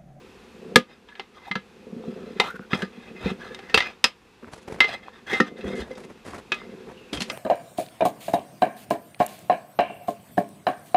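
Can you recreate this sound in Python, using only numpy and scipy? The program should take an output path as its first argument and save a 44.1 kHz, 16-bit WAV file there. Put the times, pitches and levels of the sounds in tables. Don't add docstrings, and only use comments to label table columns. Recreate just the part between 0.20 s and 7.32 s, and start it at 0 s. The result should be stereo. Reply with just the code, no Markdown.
import sys
import numpy as np
from scipy import signal
from scipy.fft import rfft, irfft
from scipy.io import wavfile
from scipy.ndimage import uniform_filter1d

SR = 44100
rng = np.random.default_rng(int(sys.argv[2]) if len(sys.argv) > 2 else 0)


def output_pcm(signal):
    pcm = np.clip(np.atleast_2d(signal).T, -1, 1) * 32767
    wavfile.write(sys.argv[1], SR, np.round(pcm).astype(np.int16))


N = 313992


def from_db(db):
    return 10 ** (np.asarray(db) / 20)


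def rms_one(x):
    return x / np.sqrt(np.mean(x ** 2) + 1e-20)


def evened(x, span_s):
    return x / np.sqrt(uniform_filter1d(x ** 2, int(span_s * SR)) + 1e-9)


def in_time(rows):
    s, *columns = np.transpose(rows)
    t = np.arange(N) / SR
    return [np.interp(t, s, column) for column in columns]


def at_hz(points, hz):
    point_hz, values = np.transpose(points)
    return np.interp(np.log(hz + 1), np.log(point_hz + 1), values)


def colour(x, spectrum):
    hz = np.fft.rfftfreq(N, 1 / SR)
    return irfft(rfft(x) * from_db(at_hz(spectrum, hz)), N)


def flicker(span_s):
    width = int(span_s * SR)
    once = uniform_filter1d(rng.standard_normal(N), width)
    return rms_one(uniform_filter1d(once, width))


def grains(per_s, spread_db):
    size_db = spread_db * np.minimum(rng.exponential(1, N), 4)
    sizes = from_db(size_db) * rng.choice([-1, 1], N)
    return rms_one(sizes * (rng.random(N) < per_s / SR))


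def add(track, s, sound):
    i = round(s * SR)
    track[i:i + len(sound)] += sound[:N - i]


def in_strokes(rows, attack_s, release_s):
    t = np.arange(N) / SR
    strokes = []
    for s, length, *_ in rows:
        attack = np.clip((t - s) / attack_s, 0, 1)
        release = np.exp(-np.clip((t - s - length) / release_s, 0, 30))
        strokes.append(attack * release)
    return strokes


def mixed(strokes, levels_db):
    return np.sqrt(sum((from_db(db) * stroke) ** 2 for stroke, db in zip(strokes, levels_db)))


def ring(clicks, hz, t60):
    r = from_db(-60 / (t60 * SR))
    w = 2 * np.pi * hz / SR
    return signal.lfilter([0, np.sin(w)], [1, -2 * r * np.cos(w), r * r], clicks + 1e-18)


def struck(modes, t, favoured, damping, scatter_db, treble_db=0):
    hz, level_db, t60 = np.transpose(modes)[:, :, None]
    focus_db = sum(db * np.exp(-(np.log(hz / f) / width) ** 2) for f, db, width in favoured)
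    chance_db = scatter_db * rng.standard_normal(hz.shape)
    gain = from_db(level_db + focus_db + chance_db + treble_db * (hz > 4500))
    free = from_db(-60 * t / t60)
    held = free ** np.clip(damping, .2, 5)
    ringing_on = from_db(-20.5) * free ** (0.6 * np.sqrt(damping))
    waves = gain * np.sin(2 * np.pi * hz * t) * (held + ringing_on)
    signs = rng.choice([-1, 1], hz.shape)
    return (signs * waves).sum(axis=0) / np.sqrt(np.sum(gain ** 2))


# (frequency [Hz], relative level [dB])
AIR_SPECTRUM = [(12, -16), (40, 0), (126, -11), (221, -5.5), (300, -9.5), (450, -6), (620, -20), (800, -13),
                (2100, -18.5), (2350, -18), (2620, -14), (2950, -21), (3500, -20.5), (8000, -32.5),
                (13000, -39.5), (15800, -51)]
# (frequency [Hz], correlation [0 to 1])
AIR_LEFT_RIGHT = [(50, 0.36), (300, 0.56), (1000, 0.84), (4000, 0.39), (12000, 0.23)]
AIR_DB = -50


def air():
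    hz = np.fft.rfftfreq(N, 1 / SR)
    alike = np.clip(at_hz(AIR_LEFT_RIGHT, hz), 0, 1)
    mid, side = rfft(rng.standard_normal((2, N))) * from_db(at_hz(AIR_SPECTRUM, hz))
    both = np.sqrt(1 + alike) * mid + np.sqrt(1 - alike) * side * [[1], [-1]]
    return from_db(AIR_DB) * rms_one(irfft(both, N))


def echoes(x):
    dull = signal.lfilter([.5], [1, -.5], x)
    lags = (np.array([[.011, .023, .041], [.013, .027, 0.041]]) * SR).astype(int)
    sides = []
    for side in lags:
        sides.append(sum(from_db(-250 * lag / SR) * np.pad(dull, (lag, 0))[:N] for lag in side))
    return np.array(sides)


# (time [s], level [dB])
GROUND_BUMPS = [(3.041, -21.5), (3.559, -28), (5.443, -22), (5.598, -21.5), (6.121, -47), (6.956, -29)]
BUMP_HZ, BUMP_T60_S = 63.8, 0.14


def bumps():
    out, t = np.zeros(N), np.arange(SR // 4) / SR
    fade = (1 - np.exp(-t / 0.004)) * from_db(-60 * t / BUMP_T60_S)
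    push = fade * np.sin(2 * np.pi * BUMP_HZ * t)
    for s, level_db in GROUND_BUMPS:
        add(out, s, from_db(level_db) * push)
    return out


# (start [s], length [s], grit level [dB], body level [dB])
CRUNCHES = [(2.565, 0.055, -49, -37.5), (3.001, 0.027, -53, -35.5), (3.07, 0.061, -58, -46),
            (4.216, 0.082, -67, -44), (4.315, 0.064, -47, -42.5), (4.4, 0.024, -55, -62),
            (4.47, 0.074, -48, -35), (4.538, 0.053, -56, -40.5), (5.102, .09, -46.5, -49),
            (5.37, 0.032, -53.5, -47), (5.432, .1, -51, -37), (5.544, 0.066, -43.5, -57),
            (5.64, 0.097, -58, -44), (5.762, 0.045, -53.5, -43), (5.819, 0.028, -51, -45),
            (5.886, 0.024, -58.5, -45), (6.042, 0.067, -47, -36.5), (6.121, 0.069, -52, -39),
            (6.661, 0.058, -61, -43), (6.926, 0.025, -35.5, -31), (6.995, 0.036, -40, -53),
            (7.073, .05, -51, -45)]
# (frequency [Hz], relative level [dB])
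GRIT_SPECTRUM = [(1500, -1.5), (3000, -1.5), (6000, -5.5), (11000, -11), (14000, -36), (16000, -43.5)]
# (frequency [Hz], relative level [dB])
STONE_SPECTRUM = [(150, 7), (430, 8.5), (1200, -0.5), (2200, -6), (4000, -35.5)]
CRUNCH_ATTACK_S, CRUNCH_RELEASE_S = 0.013, 0.015


def gravel():
    _, _, grit_db, body_db = np.transpose(CRUNCHES)
    crunches = in_strokes(CRUNCHES, CRUNCH_ATTACK_S, CRUNCH_RELEASE_S)
    clumps = from_db(3 * flicker(.006) + 1.5 * flicker(.02))
    grit = rms_one(colour(grains(4900, 1.9) * clumps, GRIT_SPECTRUM))
    body = rms_one(colour(grains(900, 0.41) * clumps, STONE_SPECTRUM))
    return mixed(crunches, grit_db) * grit + mixed(crunches, body_db) * body


# (time [s], level [dB], pitch [Hz])
DULL_TICKS = [(1.312, -26.5, 753), (1.839, -26.5, 775), (1.975, -32, 604), (2.343, -27, 1390),
              (2.394, -20.5, 1347), (4.245, -23, 1410), (4.883, -16.5, 1020), (5.202, 3.5, 1277),
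              (6.135, -19.5, 1105), (6.417, -24.5, 1180)]


def ticks():
    out, t = np.zeros(N), np.arange(SR // 50) / SR
    for s, level_db, pitch_hz in DULL_TICKS:
        cycles = t * pitch_hz
        fade = (1 - np.exp(-cycles / .3)) * np.exp(-cycles / 1.2)
        add(out, s, from_db(level_db) * np.sin(2 * np.pi * cycles) * fade)
    return out


# (start [s], length [s], level [dB], first pitch [Hz], last pitch [Hz])
GLIDING_SQUEAKS = [(1.152, .08, -52.5, 1218, 1000), (1.264, 0.028, -40.5, 882, 818),
                   (2.209, .035, -34, 854, 900), (2.241, .07, -33.5, 951, 1450),
                   (2.339, 0.027, -44, 1458, 1470), (2.406, .03, -46.5, 1450, 1480),
                   (6.745, 0.2, -56.5, 2900, 2500)]
SQUEAK_ATTACK_S, SQUEAK_RELEASE_S = 0.0041, 0.0098


def squeak():
    s, length, level_db, first_hz, last_hz = np.transpose(GLIDING_SQUEAKS)
    times = np.ravel([s, s + length], "F")
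    pitches = np.ravel([first_hz, last_hz], "F")
    pitch_hz, = in_time(np.column_stack([times, pitches]))
    level = mixed(in_strokes(GLIDING_SQUEAKS, SQUEAK_ATTACK_S, SQUEAK_RELEASE_S), level_db)
    carrier = np.exp(2j * np.pi * np.cumsum(pitch_hz) / SR)
    rough = uniform_filter1d(rng.standard_normal((2, N)), int(.004 * SR))
    tone = rms_one(np.real(carrier * (rough[0] + 1j * rough[1])))
    return level * from_db(3.6 * flicker(.008)) * tone


# (time [s], level [dB])
JUDDER_LEVEL = [(0, -51), (0.27, -54), (0.52, -37.5), (0.66, -50.5), (1.13, -56.5), (1.28, -61.5),
                (1.85, -37), (2.2, -40), (2.32, -49.5), (2.85, -49), (2.94, -43.5), (3.68, -50.5),
                (3.99, -73.5), (4.3, -55), (4.58, -45.5), (4.82, -50), (5.14, -52.5), (5.3, -37.5),
                (5.43, -36), (5.45, -26), (5.6, -28.5), (5.66, -43.5), (5.87, -41.5), (6.12, -65),
                (6.5, -41), (6.96, -55.5), (7.12, -40)]
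# (frequency [Hz], relative level [dB], t60 before extra damping [s])
TYRE_MODES = [(157, -9.5, 0.082), (194, -2, 0.087), (236.8, -2, 0.11), (294.6, -10.5, 0.1), (379, 0, 0.064),
              (444, -2, 0.071), (509, -4, 0.099), (714, -16, 0.07)]


def judder():
    clicks = grains(260, 2.5) * from_db(2.2 * flicker(.012))
    body = 0
    for k, (hz, mode_db, t60) in enumerate(TYRE_MODES):
        body = body + from_db(mode_db) * ring(clicks, hz, t60) * (-1) ** k
    level_db, = in_time(JUDDER_LEVEL)
    return from_db(level_db) * evened(rms_one(body), 0.0557)


# (time [s], level [dB], favoured pitch [Hz])
TYRE_THUDS = [(0.56, -1, 227), (0.993, -27.5, 404), (1.309, -21, 194), (1.357, -17, 197),
              (1.668, -31.5, 461), (1.723, -25, 213), (1.764, -23.5, 238), (1.879, -18, 217),
              (2.195, -17.5, 466), (2.34, -27.5, 452.5), (2.395, -24.5, 181), (2.531, -10, 175),
              (2.626, -15, 194), (2.774, -28.5, 218), (2.908, -32, 215), (3.058, -12, 193),
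              (3.111, -18.5, 200), (3.306, -28.5, 478), (3.541, -11, 463), (3.841, -21.5, 573),
              (4.229, -29.5, 230.5), (4.499, -25.5, 457), (4.604, -21, 455), (4.641, -20.5, 420),
              (5.127, -13.5, 422), (5.201, -4.5, 267), (5.447, -18, 260), (5.707, -21.5, 510),
              (5.758, -32, 498), (6.318, -23, 367), (6.67, -29, 411), (6.926, -21, 300),
              (6.978, -26, 151.5), (7.012, -22.5, 210)]


def jerks():
    out, t = np.zeros(N), np.arange(SR // 5) / SR
    rise = 1 - np.exp(-t / 0.0026)
    for s, level_db, pitch_hz in TYRE_THUDS:
        modes = struck(TYRE_MODES, t, [(pitch_hz, 12., .12)], 0.94, scatter_db=3.0)
        add(out, s, from_db(level_db) * rise * modes)
    return out


# (start [s], length [s], level [dB], best excited pitch [Hz])
BAR_STROKES = [(0.675, 0.073, -48, 1720), (0.863, 0.16, -49.5, 1760), (1.132, 0.066, -49, 1210),
               (1.214, 0.075, -46, 2270), (1.814, 0.32, -54, 1280), (2.145, 0.038, -47, 1450),
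               (2.221, 0.053, -31.5, 1110), (2.496, 0.059, -33.5, 1140), (2.569, .08, -38.5, 1710),
               (2.708, 0.2, -52, 2280), (2.947, 0.13, -45.5, 2330), (3.022, 0.073, -33.5, 2400),
               (3.185, 0.15, -44, 1590), (3.347, 0.22, -51, 1870), (3.629, 0.066, -33.5, 2344),
               (4.661, 0.086, -29.5, 2090), (4.817, 0.028, -41, 3255), (4.855, .03, -45, 1760),
               (4.92, 0.068, -48.5, 1790), (5.062, 0.066, -30.5, 1964), (5.105, 0.064, -26, 1987),
               (5.232, .05, -42, 1830), (5.355, 0.12, -44.5, 1950), (5.45, 0.089, -40, 2000),
               (5.537, 0.084, -37, 1920), (5.692, 0.029, -46.5, 1980), (6.35, 0.058, -46.5, 1285),
               (6.407, 0.014, -43, 2000), (6.48, 0.16, -58.5, 1600)]
# (frequency [Hz], relative level [dB], t60 before extra damping [s])
RIM_MODES = [(785, -8, .08), (965, -10, .08), (1222, -12, .17), (1328, -8, .11), (1570, -14, .1),
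             (1685, -7, .12), (1835, -9, .08), (1945, -11, .07), (2070, -7, .15), (2283, -20, .1),
             (2530, -8, .12), (2620, -10, .09), (2690, -12, .11), (2830, -16, .08), (3160, -15, .1),
             (3305, -9, .14), (3680, -7, .1), (4015, -12, .16), (4315, -15, .08), (4715, -19, .13),
             (5000, -13, .1), (5250, -21, .13), (5620, -22, .1), (6000, -18, .11), (6390, -26, .1),
             (6750, -26, .1), (7200, -28, .1), (7800, -24, .06), (8750, -34, .06)]
# (frequency [Hz], relative level [dB])
CONTACT_SPECTRUM = [(200, -12), (500, -3), (1450, -3.5), (3000, 1.5), (5000, -6.5), (8000, -15),
                    (12000, -24.5), (16000, -45.5)]
SCRAPE_ATTACK_S, SCRAPE_RELEASE_S = 0.024, 0.02


def scrape():
    s, _, level_db, pitch_hz = np.transpose(BAR_STROKES)
    level = mixed(in_strokes(BAR_STROKES, SCRAPE_ATTACK_S, SCRAPE_RELEASE_S), level_db)
    latest = np.maximum(np.searchsorted(s, np.arange(N) / SR) - 1, 0)
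    favoured_hz = pitch_hz[latest]
    clicks = grains(1800, 3.), grains(1800, 3.)
    body = 0
    for k, (hz, mode_db, t60) in enumerate(RIM_MODES):
        near = np.exp(-(np.log(hz / favoured_hz) / 0.16) ** 2)
        grip = from_db(4 * flicker(.04))
        push = clicks[k % 2] * grip * from_db(1.33 * mode_db + 8.4 * near)
        body = body + ring(push, hz, t60 / 3.76)
    rasp = rms_one(colour(clicks[0], CONTACT_SPECTRUM))
    body = rms_one(body) + from_db(-11) * rasp
    return level * from_db(2.26 * flicker(0.016)) * evened(body, 0.041)


# (time [s], strength [dB], ring against strength [dB], treble against strength [dB],
# best excited high pitch [Hz], its emphasis [dB], low pitch [Hz], damping [factor])
BAR_BLOWS = [(0.558, 6.5, -5.5, -8, 1660, 10, 1205, 2.53), (0.887, -32, -6, -30, 1630, 11, 950, 0.76),
             (0.953, -30.5, -8.5, -25, 2300, 26.5, 1370, 1.1), (0.996, -15, -6.5, -20, 2120, 14, 800, 2),
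             (1.313, -15, 3, -28, 2020, 14, 840, 2.5), (1.354, -14, -2.5, -18, 1630, 22, 1310, 1.5),
             (2.199, -2, -5.5, -13, 2230, 12.5, 934, 1.68), (2.532, -16, 8, -38, 2006, 11, 1380, 3.4),
             (2.621, -18.5, -1, -13, 1605, 25, 1230, 1.75), (3.346, -28, -6.5, -8.5, 3750, 9, 1120, 1.8),
             (3.39, -29, -9.5, -15, 1680, 6, 783, 1.1), (3.497, -28, -8.5, -14, 1840, 14, 1400, 0.39),
             (3.543, -1, -6, -9.5, 2690, 15, 907, 1), (3.575, 0, -12, -14, 1930, 10, 1460, 1.18),
             (3.604, -11, -1, -20, 1965, 22, 960, 1.2), (3.624, -17, -9, -22, 2000, 2, 1330, 1.7),
             (3.841, 1.5, -3, -7, 4970, 10.5, 2710, 1.74), (4.604, 1.5, -5.5, -17, 2110, 22.5, 1387, 0.83),
             (4.642, -14.5, 5.5, -32, 2150, 22.5, 1150, 1.6),
             (5.132, -17.5, 2, -9.5, 2013, 14.5, 791, 0.51), (5.202, -10.5, 4.5, -10, 1893, 26, 1280, 1.15),
             (5.408, -34.5, 2, -11, 2740, 12, 724, 1.4), (5.489, -42, 3, -4, 3560, 18, 1310, 0.91),
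             (5.713, -44.5, 10, -6, 2030, 23, 721, 1.9), (5.752, -47, 4, -1, 3720, 13, 1950, 0.82),
             (5.836, -43, 2.5, -15, 2700, 7, 1330, 1.5), (6.319, -10, -2, -15.5, 2480, 12, 1140, 1.66),
             (6.343, -30, -11, -5.5, 2490, 18, 1222, 1.3), (6.931, -18.5, -10.5, -9.5, 3080, 21, 946, 0.64),
             (6.972, -25.5, -0.5, -9, 3180, 19, 1130, 2.1), (7.005, -20, -4.5, -6, 4270, 27, 1140, 1.9),
             (7.019, -22, -11, 0.5, 4280, 33, 926, 0.86), (7.099, -18, -2.5, -9, 3100, 20, 966, 2.9)]
CRACK_DB, LOW_LIFT_DB = -6.5, 9
CONTACT_S, SCATTER_S, TREBLE_SCATTER_S, SCATTER_DB = 0.0037, 0.034, 0.026, -16
DAMPING_SLOPE = 0.24


def blows():
    cracks, treble, rings = np.zeros((3, N))
    t = np.arange(SR // 3) / SR
    onset = 1 - np.exp(-t / 0.00046)
    rise = 1 - np.exp(-t / 0.00091)
    by_pitch = (np.array(RIM_MODES)[:, :1] / 2000) ** DAMPING_SLOPE

    def crack_fade(damping, tail_s):
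        rattle = from_db(SCATTER_DB) * np.exp(-t * np.sqrt(damping) / tail_s)
        return onset * (np.exp(-t / CONTACT_S) + rattle)

    for s, strength_db, ring_db, treble_db, high_hz, high_db, low_hz, damping in BAR_BLOWS:
        add(cracks, s, from_db(strength_db + CRACK_DB) * crack_fade(damping, SCATTER_S))
        add(treble, s, from_db(strength_db + treble_db) * crack_fade(damping, TREBLE_SCATTER_S))
        favoured = (high_hz, high_db, .075), (low_hz, LOW_LIFT_DB, .08)
        modes = struck(RIM_MODES, t, favoured, damping * by_pitch, scatter_db=4.0, treble_db=treble_db + 13)
        add(rings, s, from_db(strength_db + ring_db) * rise * modes)
    noise = rms_one(colour(rng.standard_normal(N), CONTACT_SPECTRUM))
    low = signal.sosfilt(signal.butter(2, 4500, fs=SR, output="sos"), noise)
    return cracks * low + treble * rms_one(noise - low) + rings


def scene():
    ground = bumps() + gravel()
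    tyre = judder() + jerks()
    bar = scrape() + blows()
    middle = ground + ticks() + squeak() + tyre + bar
    return air() + from_db(-20) * echoes(middle) + middle


# (frequency [Hz], side minus mid [dB])
PORT_DIFFERENCE = [(50, -30.5), (150, -19), (330, -6), (600, -20), (2000, -27), (4000, -15.5), (8000, -9.5),
                   (13000, -10)]
CUTOFF_HZ = 15900


def record(dry):
    hz = np.fft.rfftfreq(N, 1 / SR)
    turn = np.exp(-.5j * np.pi + 1j * (hz / 1500) ** 2)
    differs = from_db(at_hz(PORT_DIFFERENCE, hz)) * turn
    ports = irfft(rfft(dry) * (1 + differs * [[1], [-1]]), N)
    ports = signal.sosfilt(signal.butter(2, 60, "high", fs=SR, output="sos"), ports)
    level_db = 10 * np.log10(uniform_filter1d(np.mean(ports ** 2, axis=0), size=441) + 1e-12)
    fall_db = 11.6 * np.arange(N) / SR
    peak_db = np.maximum.accumulate(level_db + fall_db) - fall_db
    over_db = np.maximum(peak_db + 20.5, 0)
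    smooth_over_db = signal.lfilter([.0004], [1, .0004 - 1], over_db)
    held = np.clip(ports * from_db(-.4 * smooth_over_db), -.97, .97)
    return signal.sosfilt(signal.cheby2(12, 60, CUTOFF_HZ, fs=SR, output="sos"), held)


dry = scene()
out = record(dry)
output_pcm(out)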